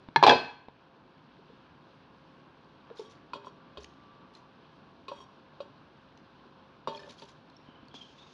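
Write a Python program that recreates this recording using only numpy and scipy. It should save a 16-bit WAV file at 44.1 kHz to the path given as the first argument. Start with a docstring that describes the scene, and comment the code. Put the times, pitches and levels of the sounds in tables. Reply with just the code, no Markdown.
"""Soup pot on a gas stove

Soup simmers in a steel pot in a small kitchen, heard from just above the rim. A utensil clatters against
the steel; later come light knocks, plops, spattering drops and a sizzle as greens are dropped in.
Struck things are sums of fading tones plus noise; bubbles are short tones that rise in pitch.
Spray, sizzle and the burner's rush are coloured noise; a faint whistle is one tone that rises and falls."""
import sys
import numpy as np
from scipy import signal
from scipy.fft import rfft, irfft, next_fast_len
from scipy.io import wavfile
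from scipy.ndimage import uniform_filter1d

SR = 44100
rng = np.random.default_rng(int(sys.argv[2]) if len(sys.argv) > 2 else 0)


def transcribe(u):
    """Save the signal u as a 16-bit wav file named by the first command-line argument.

    u: samples, shape (n,) or (channels, n), limited to [-1, 1]; the rate is SR.
    q: integer samples, one column per channel.
    """
    v = np.clip(np.atleast_2d(u).T, -1, 1)
    q = np.round(v * 32767).astype(np.int16)
    wavfile.write(sys.argv[1], SR, q)


N = 367353
TAIL = 2 ** 15  # samples given to each short sound
TIME = np.arange(N) / SR  # s, since the start
AGE = np.arange(TAIL) / SR  # s, since a short sound began
BLOW_SAMPLES = SR * .02  # 20 ms

# blows of the clattering utensil: (t/s, level/dB, contact tone f/Hz, contact tone/dB, its t60/s, treble/dB)
CLATTER = [(.1602, -17, 920, 4.5, 0.024, 0), (.2271, -13, 900, 4.5, 0.02, -2.5),
           (.2358, -11, 1000, 9, .06, 5.5), (.2385, -19, 4060, -2, .04, -2),
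           (.2465, -16.5, 997, 7, .05, -2.5), (.2657, -10.5, 820, 6.5, .03, 4.5),
           (.2748, -12.5, 786, 2, .025, 3), (.2822, -13.5, 760, 5.5, .012, 0.5),
           (.2936, -11.5, 3340, 1, .04, 4.5), (.2972, -15.5, 1700, 0.5, 0.017, 3.5),
           (.3074, -18.5, 950, 1, .025, 0), (.3100, -18.5, 1610, -0.5, 0.027, 0.5),
           (.3176, -20, 760, 3, .03, -1.5), (.3225, -21, 480, 2.5, .04, 0), (.3285, -21, 560, 4, .025, -12)]
FIRST_TOUCH, LATER_BLOWS = CLATTER[:1], CLATTER[1:]
# colour of the noisy crack of a hard blow: (f/Hz, level per Hz/dB)
CRACK = [(100, -26), (420, 2), (560, -3), (950, 0.5), (1420, -13.5), (1650, -9), (1950, -19.5),
         (2500, -10.5), (3050, -19), (3400, -10.5), (4800, -16.5), (6200, -27.5), (8500, -39), (11500, -51)]
# colour of water boiling off hot metal: (f/Hz, level per Hz/dB)
SIZZLE_COLOUR = [(1500, -8), (2700, 7.5), (4000, 6.5), (6500, -0.5), (7800, -20), (10500, -27),
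                 (12500, -34)]


def undb(db):
    """Decibels to gain."""
    return 10 ** (np.asarray(db) / 20)


def unit(x):
    """Scale to an rms of one."""
    return x / np.sqrt(np.mean(x ** 2))


def burst(x):
    """Scale a short sound to the energy of 20 ms at an rms of one."""
    return x / np.sqrt(np.sum(x ** 2) / BLOW_SAMPLES)


def fade(t60):
    """Exponential decay that drops 60 dB in t60 seconds."""
    return np.exp(-np.log(1000) * AGE / max(t60, 1 / SR))


def swell(attack_s, length_s):
    """A straight rise multiplied by a rounded fall."""
    return np.minimum(AGE / attack_s, 1) * np.exp(-(AGE / length_s) ** 2)


def walk(rate):
    """Slow random motion with an rms near one: random steps, rate per second, smoothed into slopes."""
    step = int(SR / rate)
    stairs = np.repeat(rng.standard_normal(N // step + 1), step)
    return unit(uniform_filter1d(stairs, step)[:N])


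def add(track, s, sound):
    """Mix a sound in at time s."""
    start = int(np.clip(s * SR, 0, N - 1))
    track[start:start + len(sound)] += sound[:N - start]


def freqs(x):
    """Frequencies of the spectrum of x, kept at 1 Hz or more so that their logarithm exists."""
    return np.maximum(np.fft.rfftfreq(len(x), 1 / SR), 1)


def on_log_axis(hz, points):
    """Read (Hz, value) points on a log-frequency axis."""
    at, value = np.transpose(points)
    return np.interp(np.log(hz), np.log(at), value)


def noise(points, size):
    """Noise with a given colour."""
    white = rng.standard_normal(next_fast_len(size))
    gain = undb(on_log_axis(freqs(white), points))
    return unit(irfft(rfft(white) * gain, len(white)))[:size]


def octaves(x):
    """Split into overlapping octave bands that sum to x: (centre Hz, band)."""
    centres = 2. ** np.arange(6, 15)
    padded = np.pad(x, (0, next_fast_len(len(x)) - len(x)))
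    spectrum, axis = rfft(padded), np.log(freqs(padded))
    bands = []
    for hz in centres:
        share = np.interp(axis, np.log(centres), centres == hz)
        bands.append((hz, irfft(spectrum * share, len(padded))[:len(x)]))
    return bands


def lowpass(x, hz, order):
    """Butterworth low-pass."""
    return signal.sosfilt(signal.butter(order, min(hz, SR / 3), fs=SR, output="sos"), x)


def ring(hz, t60):
    """One mode: a tone that dies away."""
    return np.sin(2 * np.pi * hz * AGE) * fade(t60)


def split_ring(hz, t60):
    """A mode of a not quite round object: a close pair of tones, shifted a little by each contact."""
    stray = 0.0035 * np.clip(rng.standard_normal(2), -2, 2)  # share of the mode's frequency
    one, other = hz * (1 + stray)
    return ring(one, t60) + rng.uniform(-1.1, 1) * ring(other, t60)


def crack(colour, t60):
    """A burst of fading noise through a filter of the given colour, which never sounds ahead of the blow."""
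    # folding the cepstrum onto positive times makes the filter causal
    cepstrum = irfft(np.log(undb(on_log_axis(freqs(AGE), colour))))
    cepstrum[1:] *= 2 * (np.arange(1, TAIL) < TAIL / 2)
    burst_of_noise = rng.standard_normal(TAIL) * fade(t60)
    return burst(irfft(np.exp(rfft(cepstrum)) * rfft(burst_of_noise)))


def blows(rows, modes, colour, ring_share, crack_db, crack_t60, swell_s, treble_hz, soft_hz):
    """Each blow rings the modes, cracks, and briefly sounds the resonance of the contact."""
    out = np.zeros(N)
    middling_db = np.mean([row[1] for row in rows])
    for s, db, contact_hz, contact_db, contact_t60, treble_db in rows:
        # blows louder than the average ring and crack for longer
        stretch = np.exp(0.0576 * (db - middling_db))
        # the place that is struck decides the sign and strength of each mode
        weights = rng.choice([-1, 1], len(modes)) * undb(rng.standard_normal(len(modes)))
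        body = np.zeros(TAIL)
        for weight, (hz, mode_db, t60) in zip(weights, modes):
            body += weight * undb(mode_db) * split_ring(hz, t60 * ring_share * stretch)
        contact = ring(contact_hz, contact_t60) * (1 - fade(swell_s))
        # the contact force builds over about a millisecond
        hit = burst(body) + undb(crack_db) * crack(colour, crack_t60 * stretch)
        hit *= 1 - fade(0.0018)
        # each blow has its own amount of treble
        dull = lowpass(hit, treble_hz, order=1)
        hit = dull + undb(treble_db) * (hit - dull) + undb(contact_db) * burst(contact)
        # the push is not instant, and thin steel radiates little bass
        hit = lowpass(hit, soft_hz, order=3)
        hit = signal.sosfilt(signal.butter(2, 130, "high", fs=SR, output="sos"), hit)
        add(out, s, undb(db) * burst(hit))
    return out


def first_touch():
    """The utensil's first touch sounds its own short-lived modes."""
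    # modes of the utensil: (f/Hz, level/dB, t60/s)
    utensil = [(409, -8, 0.05), (960, 0, .035), (1170, -7, .04), (1712, -1, .04), (2150, -2.5, .035),
               (2616, -8.5, 0.039), (3340, -1.5, .026), (4160, -7.5, .045), (4605, -13.5, .045),
               (6600, -25, .05)]
    return blows(FIRST_TOUCH, utensil, CRACK, ring_share=1.0, crack_db=-3, crack_t60=0.03,
                 swell_s=0.03, treble_hz=1800, soft_hz=5300)


def clatter():
    """The utensil bounces freely and rings the steel."""
    # modes of the steel: (f/Hz, level/dB, free t60/s)
    steel = [(256, -16, .4), (370, -7.5, 0.31), (413, -3, .24), (465, -2, .3), (556, -4, .22),
             (648, -8.5, .36), (710, -6.5, 0.25), (754.7, -1, 0.27), (838, -1, .28), (879.5, -3, 0.19),
             (946, -8, .26), (1000, 1, .24), (1543, -8, 0.38), (1660, -11.5, 0.4), (2072, -19.5, .45),
             (2377, -13, .38), (2584, -12, 0.5), (2960, -16.5, 0.23), (3187, -15.5, .28), (3400, -15.5, .3),
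             (3652, -10, 0.22), (4135, -11, .3), (4250, -18, .56), (4765, -18.5, .38), (4910, -18, 0.43),
             (5720, -22.5, .27), (6500, -31, .3)]
    return blows(LATER_BLOWS, steel, CRACK, ring_share=.68, crack_db=-0.5, crack_t60=0.032,
                 swell_s=0.0048, treble_hz=1790, soft_hz=5800)


def shimmer():
    """Each free bounce leaves an even metallic wash, the many weak modes of the steel."""
    # colour of the wash: (f/Hz, level per Hz/dB)
    wash = [(30, -30), (70, -10), (270, -1), (900, -1), (1300, -9.5), (2600, -9.5), (4500, -13),
            (7000, -36), (11000, -61)]
    out = np.zeros(N)
    for s, db, *_ in LATER_BLOWS:
        add(out, s, undb(db - 14.5) * crack(wash, t60=0.42))
    return out


def knocks():
    """Light knocks make the full pot clack and ring; the soup damps its modes."""
    # knocks: (t/s, level/dB, contact tone f/Hz, contact tone/dB, its t60/s, treble/dB)
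    rows = [(3.3338, -37, 1000, 4, 0.023, 4), (3.356, -46.5, 1000, -1, 0.032, -13),
            (3.446, -52.5, 990, 4, .025, 2), (3.469, -45, 1017, 5, 0.039, -9),
            (3.7725, -45.5, 530, -8, 0.037, 3), (3.781, -47, 423, 8.5, 0.048, -11),
            (5.0818, -40.5, 1066, 8.5, 0.11, 11), (5.1155, -39.5, 555, 4.5, 0.11, -7),
            (5.118, -44, 960, 11, 0.086, -7), (5.203, -52.5, 1050, 10, 0.044, -6),
            (5.6035, -37.5, 561, 4, 0.068, -1), (6.8735, -31.5, 1000, -2.5, 0.016, -2),
            (6.882, -40, 506, 4, 0.021, -15), (6.950, -51, 920, -3, .05, -11),
            (6.993, -54, 1760, 0, 0.072, -8), (7.033, -53, 1760, -2, 0.07, -5),
            (7.075, -51.5, 550, 8, 0.11, -6), (7.220, -47.5, 909, 0, 0.097, 2)]
    # modes of the pot: (f/Hz, level/dB, free t60/s)
    pot = [(248, -8.5, 0.11), (405.7, -7.5, 0.27), (560, -3.5, 0.2), (582, -11, 0.2), (901, -6.5, 0.19),
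           (1100, -2.5, .06), (1380, -6, 0.045), (1760, -25, 0.2), (2525, -12, .07), (2890, -22, .13),
           (3280, -16.5, 0.14), (3725, -9.5, 0.069), (4470, -19.5, 0.048), (5650, -28, .13),
           (7030, -34, 0.12), (10200, -42, .15)]
    # colour of the hollow clack: (f/Hz, level per Hz/dB)
    clack = [(100, -16), (400, 0), (560, 1.5), (750, -11.5), (1000, -5.5), (1400, -23), (2150, -24),
             (2600, -14), (3050, -9), (3400, -10.5), (4700, -12.5), (5200, -25.5), (6700, -32),
             (11000, -40)]
    return blows(rows, pot, clack, ring_share=0.65, crack_db=-4.0, crack_t60=0.074,
                 swell_s=0.0049, treble_hz=1857, soft_hz=7400)


def slides(rows, modes, t60):
    """Fine stick-slip contacts keep the steel's modes ringing."""
    out = np.zeros(N)
    for s, db, length in rows:
        stroke = np.sin(np.pi * np.minimum(AGE / length, 1))
        slips = rng.standard_normal(TAIL) * stroke * undb(4 * walk(120)[:TAIL])
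        body = np.zeros(TAIL)
        for hz, mode_db in modes:
            body += undb(mode_db) * unit(signal.fftconvolve(slips, ring(hz, t60))[:TAIL])
        add(out, s, undb(db) * burst(body))
    return out


def rim_slides():
    """Light slides make the rim sing."""
    # slides: (t/s, level/dB, length/s)
    rows = [(2.97, -59, .15), (3.34, -64, 0.036), (3.445, -58.5, 0.052), (5.085, -52, .17)]
    # modes of the rim: (f/Hz, level/dB)
    rim = [(1075, 5.5), (3285, 5), (3720, -2), (4550, -4), (5600, -1.5), (6560, -15), (7880, -29)]
    return slides(rows, rim, t60=0.044)


def wall_scrapes():
    """Scrapes excite the pot's wall."""
    # scrapes: (t/s, level/dB, length/s)
    rows = [(6.885, -46.5, .1), (6.97, -48, .15)]
    # modes of the wall: (f/Hz, level/dB)
    wall = [(400, -10), (556, -2), (588, 4), (915, -1.5), (1745, -9), (2480, -10), (3700, -13)]
    return slides(rows, wall, t60=.09)


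def bumps():
    """Low thuds with a tick: handling, the pot on its grate, and low modes of the pot rung by the clatter."""
    # thuds: (t/s, level/dB, f/Hz, t60/s, tick relative to the thud/dB)
    rows = [(.087, -45, 254, 0.012, -5), (.172, -34, 149, 0.28, -21), (.27, -29.5, 146, 0.39, -30),
            (0.283, -23, 256, 0.27, -33), (0.6847, -47.5, 306, 0.01, 1.5), (2.902, -65, 418, 0.013, 4),
            (3.775, -51.5, 70.4, 0.47, -23), (6.874, -51, 165, 0.099, -17), (7.687, -52.5, 261, 0.025, -10),
            (7.83, -53.5, 250, 0.026, -17), (7.942, -53, 258, 0.07, 2)]
    out = np.zeros(N)
    for s, db, hz, t60, tick_db in rows:
        thud = ring(hz, t60) * (1 - fade(2 / hz))
        tick = lowpass(crack(CRACK, 0.008), 3200, order=3)
        add(out, s, undb(db) * (burst(thud) + undb(tick_db) * tick))
    return out


def bubble(hz, cycles, glide):
    """A trapped air pocket rings and rises in pitch as it nears the surface."""
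    life = np.linspace(0, 1, max(int(SR * cycles / hz), 8))
    tone = np.sin(2 * np.pi * cycles * (life + glide * life ** 2 / 2))
    return tone * np.exp(-5 * life) * (1 - np.exp(-life / 0.16))


def plops():
    """Single bubbles ring where pieces and drops fall into the soup."""
    # bubbles: (t/s, level/dB, starting f/Hz)
    rows = [(1.389, -58, 414), (1.498, -56, 450), (2.901, -56.5, 625), (2.909, -46, 452), (2.97, -63, 4000),
            (2.994, -39, 436), (2.995, -53, 880), (3.012, -47.5, 397), (6.948, -50.5, 3230),
            (6.968, -61, 5080), (6.973, -58, 2380), (6.976, -55.5, 4300), (6.994, -61, 5070),
            (7.096, -59, 3720), (7.566, -63, 5390)]
    out = np.zeros(N)
    for s, db, hz in rows:
        cycles = 13.5 * (hz / 450) ** 0.6  # smaller, higher bubbles ring for more cycles
        add(out, s, undb(db) * burst(bubble(hz, cycles, glide=0.069)))
    return out


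def fizz(hz, spread, scatter_db, cycles, count, size):
    """A cloud of tiny bubbles, a few much louder than the rest; spread is in octaves either way."""
    out = np.zeros(size)
    for when, pitch, strength in rng.random((count, 3)):
        grain_hz = min(hz * 2 ** (spread * (2 * pitch - 1)), SR / 3)
        grain = bubble(grain_hz, cycles, glide=0.068)
        start = int(when * size)
        gain = undb(-scatter_db * np.log(max(strength, .01)))
        out[start:start + len(grain)] += grain[:size - start] * gain
    return unit(out)


def spits():
    """Lone drops flash to steam on the hot wall with a bright tick and a tiny ping."""
    # drops: (t/s, level/dB, ping f/Hz, ping relative to the tick/dB)
    rows = [(2.995, -61.5, 5400, 2), (3.8438, -53.5, 4300, -11), (4.3515, -59, 4100, 13),
            (6.175, -67.5, 4100, -4), (6.9345, -69, 3800, -1), (7.5, -67, 4100, 5), (7.884, -64, 4490, 11)]
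    out = np.zeros(N)
    for s, db, hz, ping_db in rows:
        tick = crack(SIZZLE_COLOUR, t60=0.014)
        ping = burst(ring(hz, 0.019))
        add(out, s, undb(db) * burst(tick + undb(ping_db) * ping))
    return out


def spray():
    """Showers of droplets on the soup and the hot wall swell quickly and die away, over a fine hiss."""
    # showers: (t/s, level/dB, length of the fall/s)
    rows = [(2.952, -60.5, 0.078), (2.986, -62, 0.063), (3.09, -64, 0.056), (3.796, -60.5, 0.046),
            (4.332, -66, 0.052), (6.919, -63, 0.16), (7.081, -53.5, .045), (7.165, -59.5, 0.08),
            (7.273, -58, 0.035)]
    hiss_colour = [(1200, 2), (3800, 11.0), (7000, 1), (8500, -16.5), (10300, -9), (12000, -25)]
    out = np.zeros(N)
    for s, db, length in rows:
        drops = fizz(4300, spread=.5, scatter_db=5, cycles=30, count=350, size=TAIL)
        hiss = noise(hiss_colour, TAIL)
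        # the droplets land in clumps
        clumps = unit(undb(3 * walk(160)[:TAIL]))
        add(out, s, undb(db) * swell(0.019, length) * clumps * (drops + undb(1) * hiss))
    return out


def sizzle():
    """Water boils off the wet greens: a sputtering hiss and short, gliding squeals of steam."""
    # squeals: (t/s, level/dB, length of the fall/s, starting f/Hz, glide/Hz per s)
    squeals = [(7.647, -64, 0.14, 3160, -600), (7.902, -55.5, .17, 3280, -400),
               (8.157, -60.5, 0.13, 3650, 400)]
    landing_s, attack_s, settle_s = 7.938, 0.0058, 0.048
    # the hiss leaps as the greens land, then settles
    age = np.maximum(TIME - landing_s, 0)
    hiss_db = -67 + 12.5 * np.exp(-age / settle_s)
    steam = np.minimum(age / attack_s, 1) * undb(hiss_db) * noise(SIZZLE_COLOUR, N)
    for s, db, length, hz, glide in squeals:
        pitch = hz + glide * AGE + 110 * walk(220)[:TAIL]
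        flutter = undb(3.5 * walk(110)[:TAIL])
        squeal = unit(np.sin(2 * np.pi * np.cumsum(pitch) / SR) * flutter)
        add(steam, s, undb(db) * swell(0.049, length) * squeal)
    return steam * undb(2 * walk(90))


def whistle():
    """A thin unsteady tone rises slowly, then sinks faster; apart from its swells, lower is fainter."""
    # swells of the faint tone; the last, near 1.1 kHz, is the pot rim ringing after a knock:
    # (t/s, boost/dB, half length/s)
    swells = [(3.05, 7.5, 0.22), (4.092, 5.46, 0.23), (5.28, 8.5, 0.11)]
    peak_s, peak_hz = 4.05, 1162
    since = TIME - peak_s
    curve = np.where(since < 0, 24, 62)  # Hz per s squared
    sag_hz = curve * since ** 2
    boost_db = sum(db * np.exp(-((TIME - s) / length) ** 2) for s, db, length in swells)
    level_db = -67.5 + boost_db - 0.1 * sag_hz + 3.2 * walk(14)
    pitch = peak_hz - sag_hz + 7 * walk(60)
    return undb(level_db) * np.sin(2 * np.pi * np.cumsum(pitch) / SR)


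def stove():
    """The burner's flickering rush of noise, wavering hum tones and the simmer's fine popping bubbles."""
    # colour of the rush: (f/Hz, level per Hz/dB)
    burner = [(15, -60.5), (25, -33.5), (53, -11), (148, -2.5), (254, -1.5), (484, -8.5), (523, -16.5),
              (565, -10), (700, -11), (1040, -5.5), (1220, -11.5), (1620, -12), (1950, -23.5), (2720, -19),
              (4110, -23.5), (5890, -36.5), (7430, -53), (11400, -57), (16000, -92.5)]
    # hum tones: (f/Hz, level/dB)
    hum_lines = [(145.3, -71.5), (262, -78), (532.9, -72), (678.3, -77.5)]
    # each octave flickers on its own
    rush = unit(sum(band * undb(1.0 * walk(15)) for _, band in octaves(noise(burner, N))))
    hum = np.zeros(N)
    for hz, line_db in hum_lines:
        pitch = hz + 2.8 * walk(13)
        tone = np.sqrt(2) * np.sin(2 * np.pi * np.cumsum(pitch) / SR)
        hum += undb(line_db + 2 * walk(9.5)) * tone
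    simmer = fizz(3000, spread=.7, scatter_db=3, cycles=12, count=2500, size=N)
    return undb(-57.5) * rush + hum + undb(-78) * simmer


def kitchen(x, wet_db):
    """Add diffuse echoes from hard walls a metre or two away: noise that fades at its own rate per octave."""
    # how long the room rings: (f/Hz, t60/s)
    room = [(150, 0.7), (500, 0.32), (1000, 0.52), (3000, 0.56), (6000, 0.25), (11000, 0.55)]
    tail = sum(band * fade(on_log_axis(hz, room)) for hz, band in octaves(rng.standard_normal(TAIL)))
    tail *= np.clip(AGE / 0.006, 0, 1) ** 2  # the echoes build up over 6 ms
    echoes = signal.fftconvolve(x, tail / np.sqrt(np.sum(tail ** 2)))[:N]
    return x + undb(wet_db) * echoes


def scene():
    """All sources in the kitchen, one channel."""
    steel = kitchen(first_touch(), wet_db=-12.0) + kitchen(clatter(), wet_db=-13) + shimmer()
    pot = knocks() + rim_slides() + wall_scrapes()
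    soup = plops() + spits() + spray() + sizzle()
    near = kitchen(pot + soup, wet_db=-11.0)
    return (steel + near + bumps() + whistle() + stove())[None]


def record(dry):
    """Gain drops at once on loud sounds and recovers slowly; peaks are rounded and the top is cut."""
    threshold_db, ratio, recovery_db_per_s = -16, 2, 7
    level_db = 10 * np.log10(np.abs(uniform_filter1d(dry ** 2, int(BLOW_SAMPLES))) + 1e-12)
    # hold each peak of the level and let it sink at the recovery rate
    recovery = recovery_db_per_s * TIME
    held_db = np.maximum.accumulate(level_db + recovery, axis=-1) - recovery
    excess_db = np.maximum(held_db - threshold_db, 0)
    ducked = dry * undb(-excess_db * (1 - 1 / ratio))
    rounded = ducked / (1 + (ducked / .85) ** 6) ** (1 / 6)
    return signal.sosfilt(signal.ellip(8, .2, 70, 11600, fs=SR, output="sos"), rounded)


dry = scene()
out = record(dry)
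transcribe(out)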